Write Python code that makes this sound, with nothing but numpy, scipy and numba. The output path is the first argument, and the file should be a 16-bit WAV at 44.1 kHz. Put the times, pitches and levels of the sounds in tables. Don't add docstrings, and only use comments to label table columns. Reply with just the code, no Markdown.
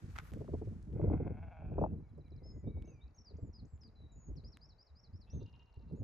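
import sys
import numpy as np
from scipy import signal
from scipy.fft import rfft, irfft, next_fast_len
from scipy.io import wavfile
from scipy.ndimage import uniform_filter1d
from numba import njit

SR = 44100
rng = np.random.default_rng(int(sys.argv[2]) if len(sys.argv) > 2 else 0)


def volts(x):
    e = np.asarray(x, float) / 20
    return 10 ** e


def waveform_to_disk(signal):
    frames = np.transpose(np.atleast_2d(signal))
    scaled = np.clip(frames, -1, 1) * 32767
    samples = np.round(scaled).astype(np.int16)
    wavfile.write(sys.argv[1], SR, samples)


N = 266319
CALM_DB = -51
CHANGE_S = 0.35


def rms_one(x):
    return x / np.sqrt(np.mean(x ** 2) + 1e-20)


def in_time(rows, outside=None):
    s, *columns = np.transpose(rows)
    return [np.interp(np.arange(N) / SR, s, c, outside, outside) for c in columns]


def at_hz(points, hz):
    return np.interp(np.log(hz), np.log(np.array(points)[:, 0]), np.array(points)[:, 1])


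def fft_hz(size):
    return np.maximum(np.arange(size // 2 + 1) * SR / size, 1)


def drift(rate):
    r = np.exp(-80 * np.pi * rate / SR)
    slow = signal.lfilter([1], [1, -2 * r, r * r], rng.standard_normal(N // 40 + 2002))[2000:]
    return np.interp(np.arange(N) / 40, np.arange(len(slow)), rms_one(slow))


def band(x, low_hz, high_hz):
    return signal.sosfilt(signal.butter(2, [low_hz, min(high_hz, .45 * SR)], "band", fs=SR, output="sos"), x)


def steep(x, low_hz, high_hz):
    once = signal.butter(2, [low_hz, high_hz], "band", fs=SR, output="sos")
    return signal.sosfilt(np.tile(once, (2, 1)), x)


def pan(x, db):
    return x * volts(np.array([[.5], [-.5]]) * db)


def pair(alike):
    mid, side = rng.standard_normal((2, N))
    alike = np.clip(alike, 0, 1)
    return (np.sqrt(1 + alike) * mid + np.sqrt(1 - alike) * side * [[1], [-1]]) / np.sqrt(2)


def coloured(x, spectrum):
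    size = next_fast_len(N)
    return rms_one(irfft(rfft(x, size) * volts(at_hz(spectrum, fft_hz(size))), size)[:, :N])


@njit
def resonate(x, hz, width_hz, sr):
    y, r = np.zeros(len(x)), np.exp(-np.pi * width_hz / sr)
    for i in range(2, len(x)):
        pushed = (1 - r * r) / 2 * (x[i] - x[i - 2])
        y[i] = pushed + 2 * r * np.cos(2 * np.pi * hz[i] / sr) * y[i - 1] - r * r * y[i - 2]
    return y


def twice(x, hz, width_hz):
    hz = hz + np.zeros(N)
    return rms_one(resonate(resonate(x, hz, width_hz, SR), hz, width_hz, SR))


def gust():
    # t/s, level/dB
    slow_wind = [(0, -54), (.3, -61), (.33, -44.5), (.88, -53), (1.02, -38), (1.3, -45.5), (1.58, -64),
                 (1.66, -52), (1.85, -38), (2.08, -63.5), (2.85, -56), (3.18, -73), (3.55, -66),
                 (4.2, -63.5), (4.9, -79.5), (5.3, -60), (5.66, -81.5), (6.03, -50)]
    # t/s, level/dB, fall/(dB per s)
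    buffets = [(1.12, -35, 146.5), (2.302, -65.5, 149.5), (2.633, -42.5, 102.5), (3.328, -55.5, 75),
               (3.631, -52, 208), (4.287, -51, 67), (5.334, -48, 91.5), (5.775, -54.5, 140),
               (.72, -55.5, 101.5), (1.981, -49, 150), (3.201, -65.5, 96), (3.428, -48, 162),
               (3.99, -65, 58), (4.151, -61, 105), (4.601, -61.5, 127), (5.13, -64, 76), (5.902, -46.5, 88)]
    t, db = np.arange(N) / SR, in_time(slow_wind)[0]
    for s, top_db, fall_db in buffets:
        db = np.maximum(db, top_db - np.maximum(fall_db * (t - s), 1500 * (s - t)))
    return db - CALM_DB


def wind():
    # f/Hz, level/dB
    wind_colour = [(25, -26.5), (40, -4.5), (65, 2.5), (170, -2), (400, -13.5), (700, -35), (1100, -45.5),
                   (1700, -68)]
    # f/Hz, share
    shares = [(60, 0.72), (160, 1), (500, 1.254)]
    gust_db, lumps = gust(), 1.286 * np.tanh(drift(22) / 0.76)
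    white = [pair(.95), pair(.95)]
    edges = 22 * 2 ** np.arange(0, 6.6, .5)
    out = 0
    for k, (low, high) in enumerate(zip(edges, edges[1:])):
        hz = np.sqrt(low * high)
        shared_lumps = (2.5 + 2.1 * max(np.log(hz / 60), 0)) * lumps
        lump_db = shared_lumps + 2.8 * np.tanh(drift(19))
        db = CALM_DB + at_hz(shares, hz) * gust_db + at_hz(wind_colour, hz) + lump_db - 2.5
        out = out + volts(db) * rms_one(steep(white[k % 2], low, high))
    return pan(out, 1.7 * np.tanh(drift(44)))


def surges():
    # t/s, peak level/dB, f/Hz
    booms = [(0.091, -39, 89), (0.316, -53, 63), (0.542, -30.5, 79.1), (0.67, -31, 98), (1.069, -40, 108),
             (1.07, -26.5, 86), (1.137, -25, 82.5), (1.401, -36, 79.4), (1.657, -33, 55.7),
             (1.782, -30, 56.4), (2.295, -48, 78), (2.423, -46.5, 64.3), (2.572, -38.5, 70.8),
             (2.661, -34.5, 114), (2.75, -29.5, 72.7), (3.04, -40, 59.6), (3.34, -39.5, 75.6),
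             (3.595, -67, 64), (4.299, -32.5, 54.4), (4.608, -62.5, 55), (4.904, -50.5, 67.4),
             (5.135, -40.5, 85.4), (5.412, -47.5, 111.6), (5.417, -36.5, 101.4), (5.533, -52, 66.3),
             (5.786, -43.5, 54.2)]
    attack_s, decay_s, sag = 0.02, 0.022, 0.22
    out, t = np.zeros((2, N + SR)), np.arange(round(.25 * SR)) / SR
    swell = (1 - np.exp(-t / attack_s)) ** 2 * np.exp(-t / decay_s)
    for (s, db, hz), (turn, side) in zip(booms, rng.standard_normal((len(booms), 2))):
        falling_hz = hz * (1 + sag * np.exp(-t / 0.018))
        boom = np.sin(2 * np.pi * np.cumsum(falling_hz) / SR + 2 * turn)
        at = round(max(s - .012, 0) * SR)
        out[:, at:at + len(t)] += pan(volts(db - 5.5) * swell / swell.max() * boom, 0.52 * side)
    return out[:, :N]


def puffs():
    # t/s, peak level/dB, brightness/dB
    eddies = [(0.323, -44.5, 0), (0.368, -38, -18), (0.407, -34, -14), (0.484, -31.5, -18),
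              (0.535, -22, -20), (0.615, -28, -11), (0.671, -34.5, -18), (0.738, -64, -22),
              (0.773, -59, -34), (0.905, -47, -30), (0.959, -32.5, -25), (0.995, -23.5, -24),
              (1.009, -34, -19), (1.036, -21.5, -26), (1.072, -25, -17.5), (1.098, -39, -2.5),
              (1.111, -23, -20), (1.139, -42, 7), (1.198, -24.5, -28), (1.249, -37, -22), (1.263, -28, -10),
              (1.299, -30, -19), (1.505, -53.5, -13), (1.619, -49, 8.5), (1.715, -34, -26),
              (1.755, -34.5, -36.5), (1.78, -23, 3), (1.812, -22.5, -15), (1.838, -29.5, 10),
              (1.858, -37.5, 4.5), (1.934, -53, -5), (2.002, -53, -6), (2.178, -41, -18), (2.315, -43, -30),
              (2.417, -44, -3), (2.453, -44.5, -32), (2.512, -47.5, -15), (2.563, -41, -16),
              (2.638, -38, -24), (2.671, -33.5, -38), (2.767, -38.5, -28), (2.839, -48, -2),
              (2.874, -43.5, -25), (2.915, -45.5, -27), (2.985, -57.5, -23), (3.304, -45.5, -23),
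              (3.337, -50, -19), (3.385, -41.5, -18), (3.424, -60, -23), (3.44, -48, -21), (3.64, -60, -30),
              (3.998, -52, -27), (4.294, -43.5, -18), (4.434, -50, -16), (5.33, -54, -17),
              (5.412, -37, -12), (5.798, -53, -21), (5.908, -43, -29), (5.97, -43.5, -9), (6.016, -37, -17)]
    attack_s, body_s, edge_s, alike = 0.0096, 0.0064, 0.0046, .93
    out, t = np.zeros((2, N + SR)), np.arange(round(.1 * SR)) / SR
    swell = (1 - np.exp(-t / attack_s)) ** 2
    noises = rng.standard_normal((len(eddies), 2, len(t)))
    for (s, db, bright_db), (mid, side) in zip(eddies, noises):
        white = swell * (np.sqrt(1 + alike) * mid + np.sqrt(1 - alike) * side * [[1], [-1]])
        body = steep(white * np.exp(-t / body_s), 150, 552)
        edge = steep(white * np.exp(-t / edge_s), 460, 975)
        puff = body / np.abs(body).max() + volts(bright_db - 6.0) * edge / np.abs(edge).max()
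        at = round((s - .004) * SR)
        out[:, at:at + len(t)] += volts(db - 6.0) * puff
    return out[:, :N]


def cracks():
    # t/s, peak level/dB, f/Hz
    snaps = [(0.336, -51, 606), (.418, -54.5, 930), (.445, -50, 610), (.479, -50.5, 1230), (.536, -40, 600),
             (.55, -48, 805), (.62, -45.5, 756), (.998, -42, 607), (1.014, -45.5, 850), (1.043, -40.5, 600),
             (1.1, -38.5, 830), (1.116, -39, 709), (1.135, -39.5, 803), (1.145, -41, 900),
             (1.202, -40, 597), (1.265, -40.5, 644), (1.622, -48.5, 692), (1.718, -42.5, 619.5),
             (1.781, -32.5, 817), (1.814, -26, 610.5), (1.821, -32.5, 749), (1.826, -31, 750),
             (1.839, -24.5, 866), (1.848, -33, 710), (1.862, -37, 718), (1.934, -52.5, 679),
             (2.005, -61.5, 696), (2.183, -70, 695)]
    cycles, sag = 1.9, 0.3
    out, t = np.zeros((2, N + SR)), np.arange(round(.03 * SR)) / SR
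    for (s, db, hz), (turn, side) in zip(snaps, rng.standard_normal((len(snaps), 2))):
        life = t * hz / cycles
        falling_hz = hz * (1 - sag * np.tanh(life - 1))
        swing = np.sin(2 * np.pi * np.cumsum(falling_hz) / SR + 3 * turn)
        crack = np.e * life * np.exp(-life) * swing
        at = round((s - .001) * SR)
        out[:, at:at + len(t)] += pan(volts(db - 3.05) * crack, 1.5 * side)
    return signal.sosfilt(signal.butter(2, 350, "high", fs=SR, output="sos"), out[:, :N])


def ports(x):
    # f/Hz, angle/radians
    port_turn = [(30, 0.45), (70, 0.63), (300, 0.72), (1100, 1.05)]
    top, cut_hz = 0.2, 1390
    size = next_fast_len(N)
    turn = at_hz(port_turn, fft_hz(size))
    x = irfft(rfft(x, size) * np.exp(.5j * turn * np.array([[-1], [1]])), size)[:, :N]
    return signal.sosfilt(signal.butter(4, cut_hz, fs=SR, output="sos"), top * np.tanh(x / top))


def add(out, t, hz, db):
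    ends = np.clip(np.minimum(t - t[0], t[-1] - t) / 0.0019, 0, 1)
    at = round(t[0] * SR)
    out[at:at + len(t)] += np.sqrt(2) * volts(db) * ends * np.sin(2 * np.pi * np.cumsum(hz) / SR)


def birds(notes):
    out, waver = np.zeros(N + SR), 16 * drift(120)
    for note in notes:
        s, hz, db = np.transpose(note)
        t = np.arange(s[0], s[-1], 1 / SR)
        smooth_hz = uniform_filter1d(np.interp(t, s, hz), size=200)
        add(out, t, smooth_hz + waver[round(s[0] * SR):][:len(t)], np.interp(t, s, db))
    return out[:N]


def glides(rows):
    edge_s, edge_db = 0.0086, 23
    notes = []
    for s, length, a_hz, b_hz, db in rows:
        edge = min(edge_s, length / 3)
        step_hz = (b_hz - a_hz) * edge / length
        notes.append([(s, a_hz, db - edge_db), (s + edge, a_hz + step_hz, db),
                      (s + length - edge, b_hz - step_hz, db), (s + length, b_hz, db - edge_db)])
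    return notes


def repeats(shape, sung):
    return [np.array(shape) * [1, 1 + 0.015 * rng.standard_normal(), 1] + [s, 0, db] for s, db in sung]


def trills_and_rattle():
    quick_runs = [
        (1.918, .0572, 8, .019, 4060, 3940),
        (1.960, .0572, 8, .007, 4600, 5200),
        (5.427, .0331, 16, .009, 6800, 3900),
        (3.078, .03, 2, .006, 5500, 4300),
    ]
    run_levels = [(-101, -75), (-106, -82), (-83, -91), (-88, -84)]
    sag_hz_per_s, rasp_db = 2200, 8
    out = np.zeros(N)
    for (first, period, count, length, from_hz, to_hz), (first_db, last_db) in zip(quick_runs, run_levels):
        t = np.arange(0, length, 1 / SR)
        for k, db in enumerate(np.linspace(first_db, last_db, round(count))):
            start = first + k * period + .001 * rng.standard_normal()
            sag_hz = (period < .04) * sag_hz_per_s * k * period
            hz = to_hz + (from_hz - to_hz - sag_hz) * (1 - t / length) ** 2
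            rasp = rasp_db * (length < .012) * np.sin(2 * np.pi * 280 * t + k ** 2)
            add(out, start + t, hz, db + 2 * rng.standard_normal() + rasp)
    return out


def warble():
    # t/s, length/s, centre f/Hz, swing/Hz, level/dB
    warbled = [(2.446, 0.175, 6650, 172, -85)]
    swings_per_s, top_s, dip_db_per_khz, climb_hz_per_s, swell_db_per_s = 27, 0.011, 17, 1100, 48
    out = np.zeros(N)
    for s, length, hz, swing_hz, db in warbled:
        t = np.arange(0, length, 1 / SR)
        swing = swing_hz * np.cos(2 * np.pi * swings_per_s * (t - top_s))
        swing_db = swell_db_per_s * (t - length) - dip_db_per_khz * swing / 1000
        add(out, s + t, hz + swing + climb_hz_per_s * t, db + swing_db)
    return out


def songbird():
    # t/s, length/s, from f/Hz, to f/Hz, level/dB
    whistles = [(2.37, .028, 4330, 3800, -77), (2.535, .077, 5050, 5200, -94),
                (2.665, .053, 3640, 3900, -80), (2.715, .045, 3880, 3780, -93),
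                (2.76, .052, 3680, 3900, -88), (2.815, .1, 3850, 3800, -94), (2.593, .016, 7250, 7100, -85),
                (3.055, .01, 4100, 3700, -83), (2.995, .02, 3200, 2500, -90),
                (3.005, .046, 3560, 4030, -74.5), (2.843, .017, 4670, 6360, -82),
                (2.9, .09, 4800, 4780, -94), (3.2, .03, 5550, 5450, -74), (3.95, .13, 4060, 3835, -77.5),
                (4.075, .076, 3960, 3840, -83), (4.115, .031, 7370, 6630, -74.5),
                (4.145, .16, 6890, 6640, -74)]
    # t/s, f/Hz, level/dB
    bent = [
        [(2.429, 4660, -88), (2.44, 5174, -70.5), (2.47, 5240, -68.5), (2.52, 5090, -68.5), (2.534, 5150, -89)],
        [(3.142, 4980, -86), (3.151, 6480, -76), (3.165, 6540, -78.5), (3.178, 5800, -76), (3.189, 5420, -59.5),
         (3.203, 6220, -76)],
        [(3.245, 5960, -76), (3.258, 5020, -68), (3.285, 4690, -60.5), (3.305, 4150, -75), (3.322, 3720, -85)],
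        [(2.856, 6280, -70), (2.866, 6800, -91), (2.878, 6200, -73), (2.893, 6150, -75), (2.905, 6680, -75),
         (2.915, 6500, -81), (2.925, 6120, -81), (2.945, 5970, -81), (2.956, 5700, -91)],
        [(3.807, 6160, -79), (3.82, 5090, -65), (3.84, 4970, -67.5), (3.865, 4700, -67.5), (3.875, 4400, -78.5),
         (3.892, 3800, -80)],
        [(5.297, 4660, -79), (5.308, 5710, -64), (5.33, 6060, -75.5), (5.345, 6570, -75.5), (5.39, 6220, -77.5),
         (5.404, 5840, -73)],
        [(5.955, 6130, -89.5), (5.966, 6830, -87), (5.99, 6900, -84), (6.016, 6330, -85)],
        [(1.795, 5710, -104), (1.81, 5920, -88), (1.83, 6000, -99)],
        [(3.335, 2860, -85), (3.352, 1970, -89), (3.36, 2190, -83), (3.366, 3760, -89.5)],
    ]
    # time after the start/s, f/Hz, level/dB
    arch = [(0, 4280, -1.5), (.007, 6700, -0.5), (.02, 7760, -26), (.05, 7520, -11), (.09, 7330, -11),
            (.115, 7000, -2.5), (.128, 6870, -19)]
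    stepped = [(0, 6000, -9), (.014, 5010, -4), (.04, 4930, 1.5), (.046, 4970, -18), (.054, 4700, -3),
               (.07, 4260, -2.5), (.084, 3770, -15)]
    rise = [(0, 3950, -21), (.01, 4880, -5.5), (.033, 5120, -3.5), (.046, 5500, -9), (.054, 5530, 1)]
    fall = [(0, 5810, -14), (.005, 5690, -3.5), (.013, 5110, 1.5), (.024, 4270, -1), (.038, 3980, -9.5),
            (.05, 3920, -6.5)]
    # t/s, level/dB
    arches_at = [(3.365, -77.5), (3.649, -78.5)]
    steps_at = [(3.529, -67.5)]
    rises_at = [(4.437, -60.5), (4.608, -61), (4.779, -65.5), (4.951, -66), (5.126, -69.5)]
    falls_at = [(4.359, -68), (4.518, -67), (4.686, -68.5), (4.858, -75), (5.028, -71), (5.202, -71)]
    see_saw = repeats(rise, rises_at) + repeats(fall, falls_at)
    repeated = repeats(arch, arches_at) + repeats(stepped, steps_at) + see_saw
    song = birds(glides(whistles) + bent + repeated) + trills_and_rattle() + warble()
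    return song * volts(2.2 * drift(110))


def piper():
    # t/s, length/s, from f/Hz, to f/Hz, level/dB
    piped = [(2.03, 0.054, 2296, 2170, -86.5), (2.235, 0.067, 2460, 2100, -84),
             (2.33, 0.093, 2460, 2040, -89), (2.41, 0.097, 2030, 2110, -90),
             (2.52, 0.15, 2080, 1940, -88.5), (2.632, 0.11, 2280, 2280, -86),
             (2.725, 0.16, 2236, 2243, -81.5), (2.835, 0.04, 2400, 2950, -90),
             (2.875, 0.077, 2760, 2450, -81), (2.93, .1, 2490, 2240, -81.5), (3.03, 0.079, 2300, 2720, -91),
             (4.1, 0.086, 2390, 2670, -100), (4.17, 0.072, 2750, 2540, -97),
             (2.075, 0.067, 3600, 3000, -101)]
    return birds(glides(piped))


def pulses(per_s, jitter, shimmer_db, breath):
    phase = np.cumsum(per_s * (1 + jitter * drift(68))) / SR
    clicks = np.diff(np.floor(phase), prepend=0) * volts(shimmer_db * rng.standard_normal(N))
    return rms_one(clicks) + breath * rng.standard_normal(N) * (1 - phase % 1) ** 2


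def ewe():
    # t/s, pulses per s, level/dB, third throat resonance f/Hz
    bleat = [(.95, 161, -86.5, 2065), (1.0, 143, -81, 2090), (1.15, 142, -76.5, 2114),
             (1.33, 136, -76.5, 2174), (1.41, 163, -79, 2215), (1.55, 161, -76, 2250),
             (1.67, 150, -80, 2350), (1.8, 129, -83, 2410), (1.92, 128, -88.5, 2640)]
    # f/Hz, level/dB, polarity, width/Hz
    throat = [(690, 14, 1, 240), (1470, 2.5, -1, 300), (2580, -6.5, -1, 280), (3250, -16, 1, 300)]
    per_s, third_hz = in_time(bleat)[::2]
    tremble = np.sin(2 * np.pi * np.cumsum(26 + 4 * drift(5)) / SR)
    source = pulses(per_s * (1 + .04 * tremble), jitter=.028, shimmer_db=3., breath=.45)
    voice = twice(source, third_hz * (1 + .012 * drift(12)), 260.)
    opening = third_hz / 2250 - 1
    for hz, db, polarity, width_hz in throat:
        db = db + (hz > 2400) * 13 * 2.25 * opening
        moving_hz = hz * (1 + .3 * opening + 0.018 * tremble + 0.015 * drift(4.7))
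        voice = voice + polarity * volts(db) * twice(source, moving_hz, float(width_hz))
    level_db = in_time(bleat, -140)[1] + 2.0 * tremble + 0.83 * drift(14) + 1.9 * np.tanh(drift(35))
    return volts(level_db) * steep(voice, 400, 6400)


def lamb():
    # t/s, peak level/dB, upper resonance level/dB, upper resonance f/Hz
    bursts = [(5.272, -74, -7, 3300), (5.328, -84, 8, 3700), (5.402, -79, 6, 3750),
              (5.461, -66.5, -14, 3750), (5.532, -66, -17, 3800), (5.597, -66, -18, 3800),
              (5.671, -74, -12, 3900), (5.739, -75.5, -9, 4000), (5.81, -81, -3, 4000),
              (5.878, -83, 2, 4000), (5.948, -88, 1, 4050)]
    # t/s, f/Hz
    pitch = [(5.27, 292), (5.46, 311.6), (5.63, 312.2), (5.77, 309.2), (6.0, 296)]
    burst_s, catch_s, catch_db, chest_db = .037, .048, -8, -83
    t, out = np.arange(N) / SR, np.zeros(N)
    pitch_hz = in_time(pitch)[0]
    rougher = .003 + .011 * np.clip(t - 5.64, 0, 1) / .3
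    source = pulses(pitch_hz, jitter=rougher, shimmer_db=2., breath=.8)
    low = twice(source, 940, 200.)
    mid = twice(source, 9 * pitch_hz, 260.)
    top = twice(source, in_time(bursts)[2], 620.)
    for s, db, top_db, _ in bursts:
        gate = np.clip(np.minimum((t - s + .006) / .008, (s + burst_s + .004 - t) / .012), 0, 1)
        gate = gate + volts(catch_db) * np.clip(1 - np.abs(t - s - catch_s) / 0.013, 0, 1)
        out += gate * (volts(db - 5.5) * (mid - volts(top_db) * top) + volts(chest_db) * low)
    return out * volts(0.74 * drift(40))


def hillside(x, side_db, wet_db, t60):
    t = np.arange(round(.5 * SR)) / SR
    decay = volts(-60 * t / t60) + volts(-20 - 60 * t / 0.77)
    clumps = volts(4.4 * np.array([drift(40)[:len(t)], drift(40)[:len(t)]]))
    echoes = rng.standard_normal((2, len(t))) * decay * (t > .006) * clumps
    echoes = echoes / np.sqrt(np.sum(echoes ** 2, axis=1, keepdims=True))
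    return pan(x, side_db) + volts(wet_db) * signal.fftconvolve(x[None], echoes, axes=1)[:, :N]


def scuff():
    # f/Hz, level/dB
    scuff_colour = [(300, -17), (700, -6.5), (1350, 5.5), (2200, -2.5), (3000, -12), (7000, -21),
                    (10000, -34), (15000, -32.5)]
    # t/s, level/dB, attack/s, decay/(dB per s)
    contacts = [
        (0.164, -50, 0.016, 900),
        (0.181, -53, 0.0027, 1494),
        (.2, -60.5, 0.008, 500),
        (0.253, -62, 0.0067, 900),
        (0.187, -47.5, 0.0023, 1500),
        (.2, -77, 0.06, 93),
        (.3, -72.5, 0.14, 1500),
    ]
    t, touch = np.arange(N) / SR, 0
    for s, db, attack, fall_db in contacts:
        press = np.clip(1 + (t - s) / attack, 0, 1) ** 2
        touch = touch + volts(db - np.maximum(fall_db * (t - s), 0)) * press
    grit = pair(.4) * volts(3 * drift(150))
    return pan(touch * coloured(grit, scuff_colour), -.5)


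def ticks():
    # t/s, peak level/dB, low part/dB
    snaps = [(.102, -76, -11), (.162, -72, 11), (.125, -72, -6), (.293, -68, 0), (.319, -63, 15),
             (0.181, -64.5, 23.5), (0.19, -64.5, 22), (0.3365, -44, 1.5), (0.383, -56, -1),
             (0.477, -71, 11), (0.828, -53, -13), (0.929, -69, 11.5), (2.18, -65, -6), (2.282, -73, 11.5),
             (2.8235, -58, 9.5), (2.878, -72, 12), (3.835, -71.5, 14.5), (3.877, -65.5, -3),
             (4.356, -78, 14.5), (4.5717, -48.5, 7), (4.657, -76, -5), (4.7, -91, -7), (5.743, -65, -12),
             (5.929, -66, -14), (6.0378, -55.5, 6.5), (.69, -60.5, -14), (3.165, -64, -18), (3.62, -73, -3),
             (3.777, -86.5, 21), (4.439, -75, 13), (2.097, -71, -9)]
    out, t = np.zeros((2, N + 400)), np.arange(400) / SR
    for (s, db, low_db), noise in zip(snaps, rng.standard_normal((len(snaps), 400))):
        burst = 0.28 * noise + 4.3 * (t == 0)
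        high = band(burst * np.exp(-t / .0003), 3500, 9000)
        low = band(burst * np.exp(-t / .0008), 1100, 3700)
        tick = high / np.abs(high).max() + volts(low_db) * low / np.abs(low).max()
        at = round(s * SR)
        out[:, at:at + 400] += pan(volts(db - 4.5) * tick, -1.5)
    return out[:, :N]


def fading_hiss():
    # f/Hz, level/dB per Hz
    hiss_colour = [(900, 1.5), (1500, 5.5), (3200, -5), (6800, -6.5), (9000, -13.5), (12000, -14),
                   (14500, -17.5), (15500, -50)]
    t = np.arange(N) / SR
    after = t > CHANGE_S
    fade_db = after * (-0.5 + 16 * (t - CHANGE_S)) + 70 * np.maximum(t - 1.1, 0)
    before_db = 3.4 * (t > .1) * (t < CHANGE_S)
    hiss = volts(-73 - fade_db + before_db + 1.5 * drift(30)) * coloured(pair(0.15), hiss_colour)
    top = band(hiss, 9500, 16000)
    top_db = -8 * np.maximum(t - CHANGE_S, 0) - 2.8 * after + 4.5 * drift(4.1)
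    return hiss - top * (1 - volts(top_db))


def far_air():
    # f/Hz, level/dB per Hz
    air_colour = [(180, -15.5), (400, 1), (800, -2.5), (2300, -16), (3300, -29), (4500, -25.5),
                  (7300, -28.5), (7900, -60)]
    return volts(-77 + 0.53 * drift(6.5)) * coloured(pair(0.54), air_colour)


def capsule_hiss():
    # f/Hz, level/dB per Hz
    capsule_colour = [(7900, -24.5), (9800, 2.5), (12000, -14.5), (15500, -12)]
    return volts(-102 + 0.28 * gust() + 2.6 * drift(9)) * coloured(pair(0.34), capsule_colour)


def shadowed(x):
    # f/Hz, left minus right/dB
    body_shadow = [(300, 0), (500, 1), (830, 4), (1400, 2), (2300, -0.5), (3500, 1)]
    size = next_fast_len(N)
    return irfft(pan(rfft(x, size), at_hz(body_shadow, fft_hz(size))), size)[:, :N]


def scene():
    blown = ports(wind() + puffs() + surges() + cracks())
    animals = hillside(songbird(), 0.38, -10, 0.3) + hillside(piper(), -1.5, -5, .4)
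    animals = animals + hillside(ewe(), 0, -11, .3) + hillside(lamb(), 0, -6, .3)
    background = far_air() + capsule_hiss() + fading_hiss()
    from_hole = np.abs(np.arange(N) / SR - .3155)
    hole = volts(-11 * np.clip(2 - from_hole / 0.0039 * 2, 0, 1))
    return hole * shadowed(blown + background + scuff() + ticks() + animals)


def low_pass(x):
    return signal.sosfilt(signal.butter(12, 14850, fs=SR, output="sos"), x)


def record(dry):
    return low_pass(dry)


dry = scene()
out = record(dry)
waveform_to_disk(out)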